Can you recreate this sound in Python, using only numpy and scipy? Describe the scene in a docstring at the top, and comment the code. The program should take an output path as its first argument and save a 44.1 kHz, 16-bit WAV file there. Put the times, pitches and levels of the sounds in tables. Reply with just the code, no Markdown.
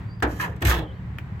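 """Saw blade on a car bonnet

The tip of a stopped blade is set down, dragged lightly through the paint, then dug in for a hard second stroke.
Random stick-slip jerks and single blows drive decaying noise and sine modes of blade and sheet; bent tones groan.
The sheet flexes with a low boom, and the blade ticks twice, the second fainter, as it is lifted.
Behind: an idling engine (pulses through resonances), bird whistles (gliding tones), open air (noise)."""
import sys
import numpy as np
from scipy import signal
from scipy.fft import rfft, irfft
from scipy.io import wavfile

SR = 44100
rng = np.random.default_rng(int(sys.argv[2]) if len(sys.argv) > 2 else 0)


def materialize(psi):
    """Save the field psi as 16-bit PCM at rate SR to the path in sys.argv[1].

    A 1-D psi becomes a single channel; in a 2-D psi each row is a channel.
    """
    bounded = np.clip(np.atleast_2d(psi).T, -1, 1)
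    quanta = np.round(bounded * 32767).astype(np.int16)
    wavfile.write(sys.argv[1], SR, quanta)


N = 61739  # samples, 1.4 s

# Light stroke, as level curves. Each row: time in seconds, paint grit in dB, rasp into the sheet in dB,
# low judder in dB.
DRAG = [(0.265, -60, -62, -92), (0.298, -49.5, -40.5, -35), (0.35, -52, -50, -63), (0.393, -49, -40, -49.5),
        (0.400, -40.5, -19, -29.5), (0.412, -38.5, -30.5, -54), (0.44, -44, -29, -38),
        (0.468, -55, -45.5, -32.5), (0.505, -62, -50, -59), (0.55, -82, -50, -56)]
# Hard stroke. Each row: time in seconds, grit in dB, rasp in dB, judder in dB.
GOUGE = [(0.617, -66, -34, -53), (0.622, -46, -21, -34), (0.629, -71, -53, -24.5), (0.647, -45, -34.5, -68),
         (0.654, -36, -35, -34), (0.685, -26.5, -29.5, -25.5), (0.708, -31, -23, -43),
         (0.728, -38, -28, -33), (0.754, -44, -33, -32.5), (0.792, -51.5, -36.5, -32),
         (0.808, -68, -45.5, -39.5), (0.84, -83, -50, -56)]
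# Noise colours of rasp (drag, gouge), judder and grit. Each row: frequency in Hz, relative density in dB per Hz.
DRAG_COLOUR = [(300, -13), (750, -11.5), (900, -5.5), (1150, -1.5), (1400, -5.5), (1750, 3), (2100, -2.5),
               (2700, -7), (3100, -11.5), (3800, -22.5), (8000, -58)]
GOUGE_COLOUR = [(300, -11.5), (600, -8.5), (900, -5.5), (1250, -3), (1450, -18), (1680, 3.5), (2050, -5.5),
                (2500, -7), (3500, -5.5), (5000, -24), (9000, -33)]
JUDDER_COLOUR = [(90, -8), (160, -6), (250, -14.5), (340, -12), (420, -6.5), (600, -12.5), (720, -12.5),
                 (1100, -23), (3000, -54)]
GRIT_COLOUR = [(500, -36.5), (2000, -14.5), (4000, -9), (5200, -6), (6800, -6), (8300, -8), (9600, -15.5),
               (11000, -7), (13000, 0), (15500, -12.5)]
# Decay of the sheet's dense upper modes, and of the blade. Each row: frequency in Hz, T60 in seconds.
SHEET_T60_S = [(200, 0.33), (500, 0.37), (1000, 0.28), (2000, 0.12), (4000, 0.11), (8000, 0.076)]
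BLADE_T60_S = [(1500, 0.19), (5000, 0.066), (14000, 0.026)]
DRAG_BRIGHT_HZ, GOUGE_BRIGHT_HZ = 15500, 15800  # low-pass on the grit
SLIPS_PER_S, SLIP_SPREAD_DB = 2200, 5  # mean rate; scale of the uneven jerk sizes
CHATTER_DB, CHATTER_HZ = 3.0, 162  # random waver of tip pressure: spread, corner

# Sheet modes singing under the tip, bent by its pressure, one list per groan.
# Each row: time in seconds, pitch in Hz, level in dB.
GROANS = [
    [(0.395, 1720, -65), (0.399, 1680, -29.5), (0.406, 1646, -33), (0.416, 1570, -55)],
    [(0.402, 1150, -49), (0.415, 1046, -35.5), (0.432, 986, -29), (0.455, 960, -34), (0.478, 850, -64)],
    [(0.617, 330, -30), (0.63, 348, -42), (0.65, 337, -24), (0.67, 381, -38.5), (0.70, 382.2, -47),
     (0.75, 343, -41), (0.785, 327.3, -31), (0.82, 312, -38), (0.91, 299.5, -56.5)],
    [(0.68, 1190, -34), (0.71, 1205, -29), (0.735, 1280, -29.5), (0.78, 1320, -52)],
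]
GROAN_ROUGH, GROAN_FLUTTER_HZ = 0.35, 60  # rms share of level; waver corner

# Tip strikes or catches. Each row: time in seconds, sheet ring in dB, blade crack in dB, crack low-pass in Hz.
BLOWS = [(0.2237, -21.5, -24, 9000), (0.2285, -20.5, -31.5, 11800), (0.25, -31.5, -73, 9050),
         (0.5616, -76, -50, 15000), (0.607, -73, -48, 17800), (0.6189, -36.5, -32, 14000),
         (0.6216, -33.5, -31.5, 16000), (0.6500, -34, -19.5, 18000), (0.667, -40, -26.5, 18200),
         (0.6698, -55, -23.5, 18000)]
# Distinct modes of the sheet. Each row: frequency in Hz, relative level in dB, T60 in seconds.
SHEET_MODES = [(252, 6.5, 0.077), (206.3, -3.5, 0.32), (303, -2, 1), (454.6, -6.5, 0.48), (674, -2, 0.25),
               (806, -5, 0.24), (887, 3, 0.18), (1007.5, 3.5, 0.28), (1197, -2.5, 0.096), (1396, -15, 0.11),
               (1746, 8, 0.074), (2306, -5.5, 0.28)]
# Noise colours of a blow in the sheet and in the blade. 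Each row: frequency in Hz, relative density in dB per Hz.
BLOW_COLOUR = [(150, -43), (240, 5), (320, 8), (420, -0.5), (600, -3), (800, 1), (1050, -7), (1350, -1),
               (1750, 4), (2100, -11.5), (3000, -17), (4500, -24.5), (9000, -37)]
BLADE_COLOUR = [(500, -65), (1800, 7), (3500, -2.5), (5000, -9), (6200, -6.5), (8200, -4), (9600, -17.5),
                (11000, -9), (12800, 0), (15500, -12.5)]
SHEET_MODES_DB, SHEET_DENSE_DB = -12.5, 2
SHEET_LOW_HZ = 600  # modes up to here reach both sides in step
RING_S, CONTACT_S = 0.45, 0.00068  # response length; build-up over the contact

# Tip snags and tears free: once on first touch, then a run in the hard stroke.
# Each row: time in seconds, level in dB.
SNAGS = [(0.2015, -39), (0.6235, -20), (0.6825, -18), (0.6955, -19), (0.7045, -17), (0.7125, -17.5),
         (0.7205, -18.5), (0.731, -20.5), (0.7385, -24), (0.7475, -19.5), (0.766, -24), (0.7785, -29),
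         (0.791, -27)]
# Snag noise colour. Each row: frequency in Hz, relative density in dB per Hz.
SNAG_COLOUR = [(450, -8.5), (800, -3), (1250, -3), (1750, 5.5), (2200, -12), (3500, -9.5), (5000, -18),
               (9500, -32), (15000, -17.5)]
# Snag decay. Each row: frequency in Hz, T60 in seconds.
SNAG_T60_S = [(1000, 0.032), (8000, 0.022)]

# Sheet pushed in and springing back. Each row: start in seconds, level in dB, starting pitch in Hz,
# swell time constant in seconds.
FLEXES = [(0.231, -17, 66.5, 0.0019), (0.489, -28.5, 99.6, 0.0041), (0.623, -18, 108.8, 0.0018),
          (0.649, -7, 95.9, 0.0062), (0.677, -4, 71.6, 0.0028)]
FLEX_HZ, FLEX_SETTLE_S, FLEX_T60_S = 58.94, 0.037, 0.4  # resting pitch, settling time constant, decay
FLEX_LOW_CUT_HZ = 56  # the sheet radiates little below this

# Blade ticks as it is lifted. Each row: time in seconds, level in dB.
TICKS = [(1.1851, -22), (1.3965, -34.5)]
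# Modes of the blade in its clamp. Each row: frequency in Hz, relative level in dB, T60 in seconds.
CLAMP_MODES = [(1500, -10.5, 0.012), (1780, 0, 0.0084), (2415, -0.5, 0.013), (3000, -7, 0.012)]
# Tick noise colour. Each row: frequency in Hz, relative density in dB per Hz.
TICK_COLOUR = [(400, -14), (1200, -3), (1700, 4), (2100, -3), (2450, 3.5), (3100, -7), (3900, -18),
               (9500, -27.5), (14000, -22)]
TICK_RATTLE_DB, TICK_T60_S = -1, 0.008
TICK_TAIL_DB, TICK_TAIL_T60_S = -19, 0.12

# Firing strengths over one engine cycle, in dB, one per cylinder.
FIRING_DB = [-2.5, -12, -5.5, -12, -7, -18.5]
# Exhaust resonances. Each row: frequency in Hz, relative level in dB, T60 in seconds.
EXHAUST_MODES = [(71.7, -3.5, 0.08), (110.7, 1.5, 0.08), (185.2, -3.5, 0.097)]
FIRST_FIRING_S, CYCLE_S, FIRING_SPREAD_DB = 0.0033, 0.1643, 1
ENGINE_DB, MUFFLER_HZ = -36, 194  # rms level; low-pass

# Bird whistles, one list per call. 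Each row: time in seconds, pitch in Hz, level in dB.
WHISTLES = [
    [(0.055, 4640, -76), (0.092, 4640, -61), (0.122, 4665, -55), (0.148, 4860, -59), (0.168, 4900, -78),
     (0.194, 4950, -68), (0.215, 4960, -78)],
    [(0.76, 3330, -50), (0.825, 3290, -55), (0.86, 3140, -53), (0.917, 3100, -55), (0.932, 3950, -64),
     (0.955, 4480, -73), (0.99, 4500, -79)],
]
# Warble of each call, as a share of its first pitch.
WARBLE_DEPTHS = [.003, .032]
# Echoes from the surroundings. Each row: delay in seconds, level in dB.
ECHOES = [(0.02, -14.5), (0.046, -19), (0.079, -11.5)]
WARBLE_HZ, WHISTLE_FLUTTER, FLUTTER_HZ = 33.6, 0.19, 80  # flutter: rms share of level, waver corner

# Open-air noise colour. Each row: frequency in Hz, relative density in dB per Hz.
AIR_COLOUR = [(18, -18), (30, -50), (45, 6.5), (120, 18.5), (220, -1), (300, -3.5), (600, -13),
              (1000, -8.5), (1300, -12.5), (1900, -11.5), (2600, -21), (4000, -30.5), (6000, -40),
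              (8200, -40), (9500, -51.5), (15000, -43.5)]
# Air level: drops early, then slowly rises. Each row: time in seconds, rms level in dB.
AIR_LEVEL = [(0, -32.5), (0.2, -41), (0.6, -37), (1.4, -35.5)]

# Stereo likeness. Each row: frequency in Hz, left-right correlation from -1 to 1.
LIKENESS = [(60, 0.87), (200, 1), (380, 0.9), (700, 0.65), (1300, -0.032), (2400, 0.043), (8000, 0.075)]
# Stereo place of the work. Each row: frequency in Hz, left minus right in dB.
BALANCE_DB = [(100, -4), (400, 1.5), (800, -2.5), (2400, -2), (4400, -2.5), (14000, -3.5)]
SIDES = np.array([[1], [-1]])  # left, right
CUTOFF_HZ = 16000


def from_db(db):
    """Decibels to gain."""
    return 10 ** (np.asarray(db) / 20)


def at_hz(points, hz):
    """Read a table on a log-frequency axis."""
    f, v = np.transpose(points)
    return np.interp(np.log(np.maximum(hz, 1)), np.log(f), v)


def rms_one(x):
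    """Scale to rms 1."""
    return x / np.sqrt(np.mean(x ** 2) + 1e-20)


def unit_energy(x):
    """Scale a stereo response to pass white noise at equal mean power."""
    return x / np.sqrt(np.sum(x ** 2) / 2 + 1e-20)


def cut(x, hz, kind, order=2):
    """Butterworth low-pass or high-pass."""
    sos = signal.butter(order, min(hz, 0.45 * SR), kind, fs=SR, output="sos")
    return signal.sosfilt(sos, x + 1e-18)


def drift(rate_hz):
    """Low-passed random waver, rms 1."""
    r = np.exp(-2 * np.pi * rate_hz / SR)
    waver = signal.lfilter([1], [1, -2 * r, r * r], rng.standard_normal(2 * N))
    return rms_one(waver[N:])  # settled half


def noise(colour, size, placed=True):
    """Steady coloured stereo noise, rms 1; placed applies the bonnet's left-right balance."""
    hz = np.fft.rfftfreq(size, 1 / SR)
    mid, side = np.exp(2j * np.pi * rng.random((2, len(hz))))
    alike = np.clip(at_hz(LIKENESS, hz), -1, 1)
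    balance_db = placed * SIDES * at_hz(BALANCE_DB, hz) / 2
    gain = from_db(at_hz(colour, hz) + balance_db) * (hz > 10)
    spectrum = np.sqrt(1 + alike) * mid + SIDES * np.sqrt(1 - alike) * side
    return rms_one(irfft(gain * spectrum, size))


def dense_ring(colour, t60s):
    """Dense modes as rms-1 noise, each band dying at its own rate, swelling in over the contact."""
    size = int(RING_S * SR)
    t = np.arange(size) / SR
    hz = np.fft.rfftfreq(size, 1 / SR)
    spectrum = rfft(noise(colour, size))
    centres = [f for f, _ in t60s]
    ring = 0
    for weights, (_, t60) in zip(np.eye(len(centres)), t60s):
        share = at_hz(list(zip(centres, weights)), hz)  # overlapping bands
        ring = ring + irfft(spectrum * share, size) * from_db(-60 * t / t60)
    return (1 - np.exp(-t / CONTACT_S)) * ring


def mode(hz, db, t60):
    """One decaying sine."""
    t = np.arange(int(RING_S * SR)) / SR
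    return from_db(db - 60 * t / t60) * np.sin(2 * np.pi * hz * t)


def clicks(times, dbs):
    """Single-sample impulses at the given times."""
    at = np.maximum(np.asarray(times) * SR, 0).astype(int)
    return np.bincount(at, from_db(dbs), 2 * N)[:N]


def through(force, response):
    """Convolve a force with a response, channel by channel."""
    return signal.fftconvolve(force[None], response, axes=1)[:, :N]


def wavering_tone(rows, flutter, rate_hz, pitch_share):
    """Complex gliding tone with random waver of level and pitch."""
    t = np.arange(N) / SR
    s, hz, db = np.transpose(rows)
    pitch = np.interp(t, s, hz) * (1 + pitch_share * drift(rate_hz))
    gain = from_db(np.interp(t, s, db, left=-np.inf, right=-np.inf))
    gain = gain * (1 + flutter * drift(rate_hz))
    return gain * np.exp(2j * np.pi * np.cumsum(pitch) / SR)


def slips(rows):
    """Stick-slip: one random train of uneven jerks, under each level curve of a stroke."""
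    t = np.arange(N) / SR
    s, *levels = np.transpose(rows)
    sizes = from_db(SLIP_SPREAD_DB * np.minimum(rng.exponential(1, N), 3)) * rng.choice([-1, 1], N)
    pressure = from_db(CHATTER_DB * drift(CHATTER_HZ))
    happens = rng.random(N) < SLIPS_PER_S / SR
    jerks = rms_one(sizes * pressure * happens)
    return [jerks * from_db(np.interp(t, s, db, left=-np.inf, right=-np.inf)) for db in levels]


def stroke(rows, colour, bright_hz):
    """The sliding tip's jerks crackle in the paint and shake upper and lower sheet modes."""
    grit, rasp, judder = slips(rows)
    crackle = through(cut(grit, bright_hz, "low"), unit_energy(dense_ring(GRIT_COLOUR, BLADE_T60_S)))
    upper = through(rasp, unit_energy(dense_ring(colour, SHEET_T60_S)))
    lower = through(judder, unit_energy(dense_ring(JUDDER_COLOUR, SHEET_T60_S)))
    return crackle + upper + lower


def groans():
    """Tip pressure bends single sheet modes; phase and level differ between sides by frequency."""
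    out = 0
    for rows in GROANS:
        hz = rows[0][1]
        phase = SIDES * np.arccos(np.clip(at_hz(LIKENESS, hz), -1, 1)) / 2
        place = np.exp(1j * phase) * from_db(SIDES * at_hz(BALANCE_DB, hz) / 2)
        tone = wavering_tone(rows, GROAN_ROUGH, GROAN_FLUTTER_HZ, pitch_share=0.0074)
        out = out + np.sqrt(2) * np.real(place * tone)
    return out


def struck_sheet():
    """Sheet response: dense ring plus distinct modes, with fresh random signs for each spot struck."""
    clear = 0
    for row in SHEET_MODES:
        signs = rng.choice([-1, 1], 2)
        right = int(row[0] > SHEET_LOW_HZ)  # low modes share the left sign
        clear = clear + mode(*row) * signs[[0, right], None]
    return from_db(SHEET_DENSE_DB) * dense_ring(BLOW_COLOUR, SHEET_T60_S) + from_db(SHEET_MODES_DB) * clear


def blows():
    """Each blow is an impulse that cracks in the blade and rings the sheet."""
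    rings, cracks = 0, 0
    for at_s, ring_db, crack_db, bright_hz in BLOWS:
        rings = rings + through(clicks([at_s], [ring_db]), struck_sheet())
        cracks = cracks + cut(clicks([at_s], [crack_db]), bright_hz, "low")
    return rings + through(cracks, dense_ring(BLADE_COLOUR, BLADE_T60_S))


def snags():
    """Each snag lets go as a short, dry noise burst from blade and nearby steel."""
    return sum(through(clicks([s], [db]), dense_ring(SNAG_COLOUR, SNAG_T60_S)) for s, db in SNAGS)


def flexing():
    """Lowest bonnet mode: stiffer while pressed, pitch sinking exponentially as it relaxes."""
    out = 0
    for s, db, start_hz, swell_s in FLEXES:
        t = np.maximum(np.arange(N) / SR - s, 0)
        bend = (start_hz - FLEX_HZ) * FLEX_SETTLE_S * (1 - np.exp(-t / FLEX_SETTLE_S))
        turns = FLEX_HZ * t + bend  # integral of pitch
        envelope = from_db(db - 60 * t / FLEX_T60_S) * (1 - np.exp(-t / swell_s))
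        out = out + envelope * np.sin(2 * np.pi * turns)
    return cut(out, FLEX_LOW_CUT_HZ, "high")


def ticks():
    """The loose blade knocks in its clamp: short modes, a noise rattle and a faint tail."""
    size = int(RING_S * SR)
    t = np.arange(size) / SR
    rattle = from_db(TICK_RATTLE_DB - 60 * t / TICK_T60_S)
    tail = from_db(TICK_TAIL_DB - 60 * t / TICK_TAIL_T60_S)
    knock = sum(mode(*row) for row in CLAMP_MODES) + noise(TICK_COLOUR, size) * (rattle + tail)
    return through(clicks(*np.transpose(TICKS)), knock * (1 - np.exp(-t / CONTACT_S)))


def engine():
    """Evenly timed firings of uneven strength excite exhaust resonances behind a muffler low-pass."""
    count = len(FIRING_DB)
    k = np.arange(int(N / SR / CYCLE_S * count) + 1)
    strengths_db = np.array(FIRING_DB)[k % count] + FIRING_SPREAD_DB * rng.standard_normal(len(k))
    firings = clicks(FIRST_FIRING_S + k * CYCLE_S / count, strengths_db)
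    pipe = sum(mode(*row) for row in EXHAUST_MODES)
    pipe = cut(pipe, MUFFLER_HZ, "low", order=6)
    pipe = cut(pipe, 76, "high")
    return from_db(ENGINE_DB) * rms_one(through(firings, pipe[None]))


def bird():
    """Thin gliding whistles with sinusoidal warble and random flutter, plus discrete echoes."""
    t = np.arange(N) / SR
    song = 0
    for rows, depth in zip(WHISTLES, WARBLE_DEPTHS):
        warble = depth * rows[0][1] / WARBLE_HZ * np.sin(2 * np.pi * WARBLE_HZ * t)  # radians
        tone = wavering_tone(rows, WHISTLE_FLUTTER, FLUTTER_HZ, pitch_share=0.0053)
        song = song + (tone * np.exp(1j * warble)).real
    return song + sum(from_db(db) * np.interp(t - delay, t, song, left=0) for delay, db in ECHOES)


def open_air():
    """Diffuse background: coloured stereo noise under a slow level curve."""
    level_db = np.interp(np.arange(N) / SR, *np.transpose(AIR_LEVEL))
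    return from_db(level_db) * noise(AIR_COLOUR, N, placed=False)


def scene():
    """Work on the bonnet over engine, bird and open air."""
    drag = stroke(DRAG, DRAG_COLOUR, DRAG_BRIGHT_HZ)
    gouge = stroke(GOUGE, GOUGE_COLOUR, GOUGE_BRIGHT_HZ)
    work = drag + gouge + groans() + blows() + snags() + flexing() + ticks()
    return work + engine() + bird() + open_air()


def record(dry):
    """Steep elliptic low-pass on the top."""
    return signal.sosfilt(signal.ellip(10, 0.2, 80, CUTOFF_HZ, fs=SR, output="sos"), dry)


dry = scene()
out = record(dry)
materialize(out)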